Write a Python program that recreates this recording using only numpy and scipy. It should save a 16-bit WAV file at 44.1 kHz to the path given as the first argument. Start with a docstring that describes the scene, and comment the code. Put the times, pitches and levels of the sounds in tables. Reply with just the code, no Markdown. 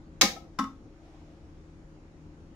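"""Fans hum faintly from the start; then, in a small room, a toggle switch on a plastic panel is snapped over.
At a desk, close to the stereo microphones of a camera, the lever clatters against its stop, a finger
taps the case, then a duller knock rings case and desk top; a sleeve rustles as the arm draws back.
Each blow is decaying sines plus a noise burst, with a room tail of sparse random-sign echoes.
Fans are narrow noise bands over air hiss; the sleeve is a swell of shaped noise."""
import sys
import numpy as np
from scipy import signal
from scipy.fft import rfft, irfft
from scipy.io import wavfile
from scipy.ndimage import uniform_filter1d

SR = 44100
rng = np.random.default_rng(int(sys.argv[2]) if len(sys.argv) > 2 else 0)


def unload_wav(signal):
    """Save mono or channel-first audio to the path in sys.argv[1] as 16-bit WAV at rate SR, clipped to [-1, 1]."""
    wavfile.write(
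        sys.argv[1],
        SR,
        np.round(np.clip(np.atleast_2d(signal).T, -1, 1) * 32767).astype(np.int16),
    )


def ratio(d):
    """dB to gain"""
    e = np.asarray(d, float) / 20
    return 10 ** e


N = 112454  # samples

# lever impacts against the stop: [t/s, level/dB, left minus right/dB]
LEVER_HITS = [(.2116, -29.5, 6), (.2130, -16.5, -8), (.2146, -16.5, 3.5), (.2158, -23, -2.5),
              (.2174, -21.5, 9), (.2187, -13, 1.5), (.2225, -22, 2), (.2385, -28, 2)]
# ringing modes of switch and panel, lowest a thud of the desk top: [f/Hz, level re hit/dB, t60/s]
SNAP_MODES = [(60.2, -4.5, 0.16), (189.3, -1, 0.13), (221.4, -3, 0.15), (275, 1, 0.098), (339.4, -1, 0.12),
              (480, -6.5, 0.092), (545, -8.5, 0.093), (727, -9.5, 0.051), (813, -9.5, 0.13),
              (1034, -11.5, 0.054), (1243, -5, 0.053), (1810, 0, 0.028), (2205, 2, 0.027),
              (3840, 2, 0.012), (4840, -11, 0.004), (5660, 4, 0.01), (6270, -7, 0.022)]
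# noise colour of a lever impact: [f/Hz, relative density/dB per Hz]
LEVER_CRACK = [(100, -37.5), (200, -11), (900, -9.5), (1260, -7.5), (1500, -9.5), (2200, 0.5), (2760, -7.5),
               (4000, -0.5), (6500, -3.5), (7300, -6), (8200, -18), (11500, -20), (16000, -25)]
# light finger tap: [t/s, level/dB, left minus right/dB]
TAP_HITS = [(.364, -42, 6.5)]
# ringing modes under the finger: [f/Hz, level re hit/dB, t60/s]
TAP_MODES = [(702, 9, 0.048), (780, 7.5, 0.056), (1300, 0, 0.073)]
# noise colour of the tap: [f/Hz, relative density/dB per Hz]
TAP_NOISE = [(300, -30), (650, -1.5), (800, 1), (1050, -19), (2500, -21), (7000, -24), (8500, -35),
             (16000, -44)]
# knocks on the case: [t/s, level/dB, left minus right/dB]
KNOCK_HITS = [(.5872, -39.5, 4), (.5892, -27.5, 4), (.5930, -30.5, 0), (.5967, -30, 2), (.641, -42, -2.5)]
# ringing modes of case and desk top: [f/Hz, level re hit/dB, t60/s]
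CASE_MODES = [(198, 2.5, 0.2), (222.5, -2.5, 0.26), (268.2, -3.5, 0.26), (854, -9.5, .1),
              (1047, 0.5, 0.046), (1091, -3, 0.15), (1261, 3, 0.18), (1302, -4, 0.1), (1564, -18, 0.13),
              (1980, -7.5, 0.046), (2966, -14, 0.031), (3590, -10, .04), (4940, -20, 0.054),
              (5710, -14.5, 0.054)]
# noise colour of a knock: [f/Hz, relative density/dB per Hz]
KNOCK_NOISE = [(150, -19.5), (360, -11.5), (580, -52.5), (1140, -2), (1760, -21), (3600, -28), (4100, -27),
               (5700, -21.5), (7300, -28), (8200, -34.5), (16000, -45.5)]
# decay of the room: [f/Hz, t60/s]
ROOM_T60 = [(150, .2), (400, 0.71), (1000, 0.26), (2800, 0.27), (7000, 0.25), (14000, .27)]
# starting spectrum of the room tail: [f/Hz, relative level/dB]
ROOM_TONE = [(150, -11), (400, -11), (1000, -2), (3000, 0), (8000, -1), (15000, 1.5)]
# likeness of left and right in room tail and rustle: [f/Hz, likeness -1..1]
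ROOM_LIKENESS = [(150, 1), (400, 1), (1000, 1), (2000, 0.082), (5000, .05)]
# noise colour of the sleeve: [f/Hz, relative density/dB per Hz]
SLEEVE_COLOUR = [(300, -18), (620, 6.5), (800, 5), (1100, -10.5), (2000, -7.5), (6000, -17.5),
                 (12000, -36.5), (16000, -44)]
# fan tones: [f/Hz, half-amplitude width before levelling/Hz, rms level/dB]
FAN_TONES = [(33.07, 3.2, -59), (76, 2.7, -62.5), (155.4, 3.2, -59), (302, 9, -62), (330.9, 18, -62.5),
             (542, 9.8, -71), (1256, 4, -85.5), (5500, 3, -90), (6520, 26, -90), (6800, 10, -97.5)]
# noise colour of the air hiss: [f/Hz, relative density/dB per Hz]
HISS_COLOUR = [(12, -31), (22, -9.5), (45, -3), (90, -2.5), (127, -11), (250, -9), (400, -14), (560, -21),
               (640, -22.5), (780, -23), (1600, -29.5), (3500, -39), (6800, -41.5), (8500, -51),
               (11500, -56.5), (12500, -69), (16000, -74.5)]
# likeness of left and right in the hiss: [f/Hz, likeness -1..1]
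HISS_LIKENESS = [(30, .93), (120, .94), (300, .9), (600, .75), (1000, .3), (1700, -.2), (2800, .1),
                 (5000, -.1), (8000, -.3), (15000, .1)]
# stereo balance of hiss, rustle and room tail: [f/Hz, left minus right/dB]
BALANCE = [(60, 2.0), (180, 2.0), (550, 1.5), (1650, 0.0), (4970, 2.0), (15000, 1.5)]

SNAP_CRACK_DB, KNOCK_CRACK_DB, TAP_CRACK_DB = 9, 7, 4  # noise level re hit, before its rise and fall
CRACK_RISE_S, CRACK_T60_S = 0.00017, 0.01
SNAP_RISE_CYCLES, KNOCK_RISE_CYCLES, TAP_RISE_CYCLES = 4.9, 0.7, 2.4  # build-up of each mode
SNAP_ROOM_DB, KNOCK_ROOM_DB = -1.5, -2.5  # send to the room; the tap shares the knock's
ROOM_START_S = 0.0022
RUSTLE_S, RUSTLE_RISE_S, RUSTLE_FALL_S, RUSTLE_DB = 1.06, 0.07, 0.39, -63  # peak time, 1/e times, level
FAN_STEADY = 0.48  # 0 = noisy flutter, 1 = constant level
FAN_LEAN_DB = 2.5  # left minus right
HISS_DB, PATCHY_DB = -52.5, 1.6  # rms level, rms depth of the drifting patches
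CEILING, EDGE_HZ = 0.92, 16100  # overload ceiling (full scale = 1), low-pass edge


def lever_snap():
    """The lever's quick run of impacts, each ringing the switch and panel, with a low thud of the desk top."""
    return struck(LEVER_HITS, SNAP_MODES, LEVER_CRACK, SNAP_CRACK_DB, SNAP_RISE_CYCLES)


def case_knock():
    """Duller blows that ring the modes of the case and desk top."""
    return struck(KNOCK_HITS, CASE_MODES, KNOCK_NOISE, KNOCK_CRACK_DB, KNOCK_RISE_CYCLES)


def finger_tap():
    """One light touch that rings a few modes."""
    return struck(TAP_HITS, TAP_MODES, TAP_NOISE, TAP_CRACK_DB, TAP_RISE_CYCLES)


def struck(hits, modes, crack, crack_db, rise_cycles):
    """Every hit rings the decaying modes and adds a short burst of coloured noise."""
    t = np.arange(SR // 2) / SR
    out = np.zeros((2, N))
    hz, db, t60 = np.transpose(modes)[:, :, None]
    decay = ratio(db - 60 * t / t60)
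    rise = (1 - np.exp(-t * hz / rise_cycles)) ** 2
    ring = (decay * rise * np.sin(2 * np.pi * hz * t)).sum(0)
    colour = ratio(read(crack, np.fft.rfftfreq(len(t), 1 / SR)))
    puff = ratio(crack_db - 60 * t / CRACK_T60_S) * (1 - np.exp(-t / CRACK_RISE_S))
    for hit_s, hit_db, lean_db in hits:
        white = rng.standard_normal((2, len(t)))
        noise = evened(irfft(rfft(white) * colour, len(t)))
        at = round(hit_s * SR)
        gains = ratio(hit_db) * sides(lean_db)[:, None]
        out[:, at:at + len(t)] += gains * (ring + puff * noise)
    return out


def room(x):
    """Sparse echoes of random sign, each band dying at its own speed, bass alike in both channels."""
    taps = np.zeros((2, SR // 2))
    # one echo per channel at a random place in every 20 samples
    start = np.arange(round(ROOM_START_S * SR), SR // 2 - 20, 20)
    at = start + rng.integers(0, 20, (2, len(start)))
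    np.put_along_axis(taps, at, rng.choice([-1., 1.], at.shape), 1)
    hz, t, z = signal.stft(taps, SR, nperseg=256)
    z = pair(z, read(ROOM_LIKENESS, hz))
    z *= ratio(-60 * t / read(ROOM_T60, hz)[:, None])
    z *= sides(read(BALANCE, hz))[:, :, None] * ratio(read(ROOM_TONE, hz))[:, None]
    tail = signal.istft(z, SR, nperseg=256)[1]
    tail[:, :start[0]] = 0
    tail = tail / np.linalg.norm(tail[0])  # unit energy on the left
    return signal.fftconvolve(x, tail, axes=1)[:, :N]


def sleeve():
    """A soft swell of cloth noise, quick to rise and slower to fall."""
    t = np.arange(N) / SR - RUSTLE_S
    swell = np.exp(-(t / np.where(t < 0, RUSTLE_RISE_S, RUSTLE_FALL_S)) ** 2)
    return ratio(RUSTLE_DB) * swell * shaped(SLEEVE_COLOUR, ROOM_LIKENESS, patchy_db=0.0)


def fans():
    """Air hiss plus narrow noise bands: tones that waver in pitch and a little in level."""
    hz = np.fft.fftfreq(N, 1 / SR)
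    white = np.fft.fft(rng.standard_normal(N))
    tones = np.zeros(N)
    for f, width, db in FAN_TONES:
        band = np.fft.ifft(white / (1 + ((hz - f) / width * 2) ** 2))
        envelope = abs(band) + 1e-12
        steadied = band / envelope ** np.clip(FAN_STEADY, 0, 1)
        tones += ratio(db) * evened(steadied.real)
    hiss = ratio(HISS_DB) * shaped(HISS_COLOUR, HISS_LIKENESS, PATCHY_DB)
    return hiss + sides(FAN_LEAN_DB)[:, None] * tones


def shaped(table, same, patchy_db):
    """Two channels of noise from random short-time spectra with drifting patches, at rms 1."""
    frames, hz = N // 512 + 5, np.fft.rfftfreq(2048, 1 / SR)
    a, b, c, d, patches = rng.standard_normal((frames, len(hz), 5)).T
    patches = uniform_filter1d(patches, size=20, axis=0)  # spread over frequency
    patches = evened(uniform_filter1d(patches, size=6, axis=1))  # spread over time
    z = pair([a + 1j * b, c + 1j * d], read(same, hz))
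    z = z * sides(read(BALANCE, hz))[:, :, None]
    z *= ratio(read(table, hz)[:, None] + patchy_db * patches)
    return evened(signal.istft(z, nperseg=2048, noverlap=1536)[1][:, :N])


def pair(z, same):
    """Makes the second of two spectra resemble the first."""
    same = np.clip(same, -1, 1)[:, None]
    return np.array([z[0], same * z[0] + np.sqrt(1 - same ** 2) * z[1]])


def sides(lean_db):
    """Left and right gains for a left-minus-right lean in dB."""
    return np.array([ratio(lean_db / 2), ratio(-lean_db / 2)])


def read(points, hz):
    """Reads a spectrum table on a log-frequency axis."""
    f, value = np.transpose(points)
    return np.interp(np.log(hz + 1), np.log(f + 1), value)


def evened(x):
    """Scales to rms 1."""
    return x / np.sqrt(np.mean(x ** 2) + 1e-20)


def scene():
    """Switch, knock and tap, close and in the room, over fans and sleeve."""
    snap = lever_snap()
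    knock = case_knock() + finger_tap()
    tail = room(ratio(SNAP_ROOM_DB) * snap + ratio(KNOCK_ROOM_DB) * knock)
    return snap + knock + tail + fans() + sleeve()


def roll_off(x):
    """The treble ends steeply here."""
    return signal.sosfilt(signal.butter(12, 16430, fs=SR, output="sos"), x)


def record(dry):
    """The camera's soft overload and band limit."""
    soft = dry / (1 + (abs(dry) / CEILING) ** 4) ** 0.25
    edge = signal.firwin(127, EDGE_HZ, window=("kaiser", 8), fs=SR)[None]
    mix = signal.oaconvolve(soft, edge, "same")
    return roll_off(mix)


dry = scene()
out = record(dry)
unload_wav(out)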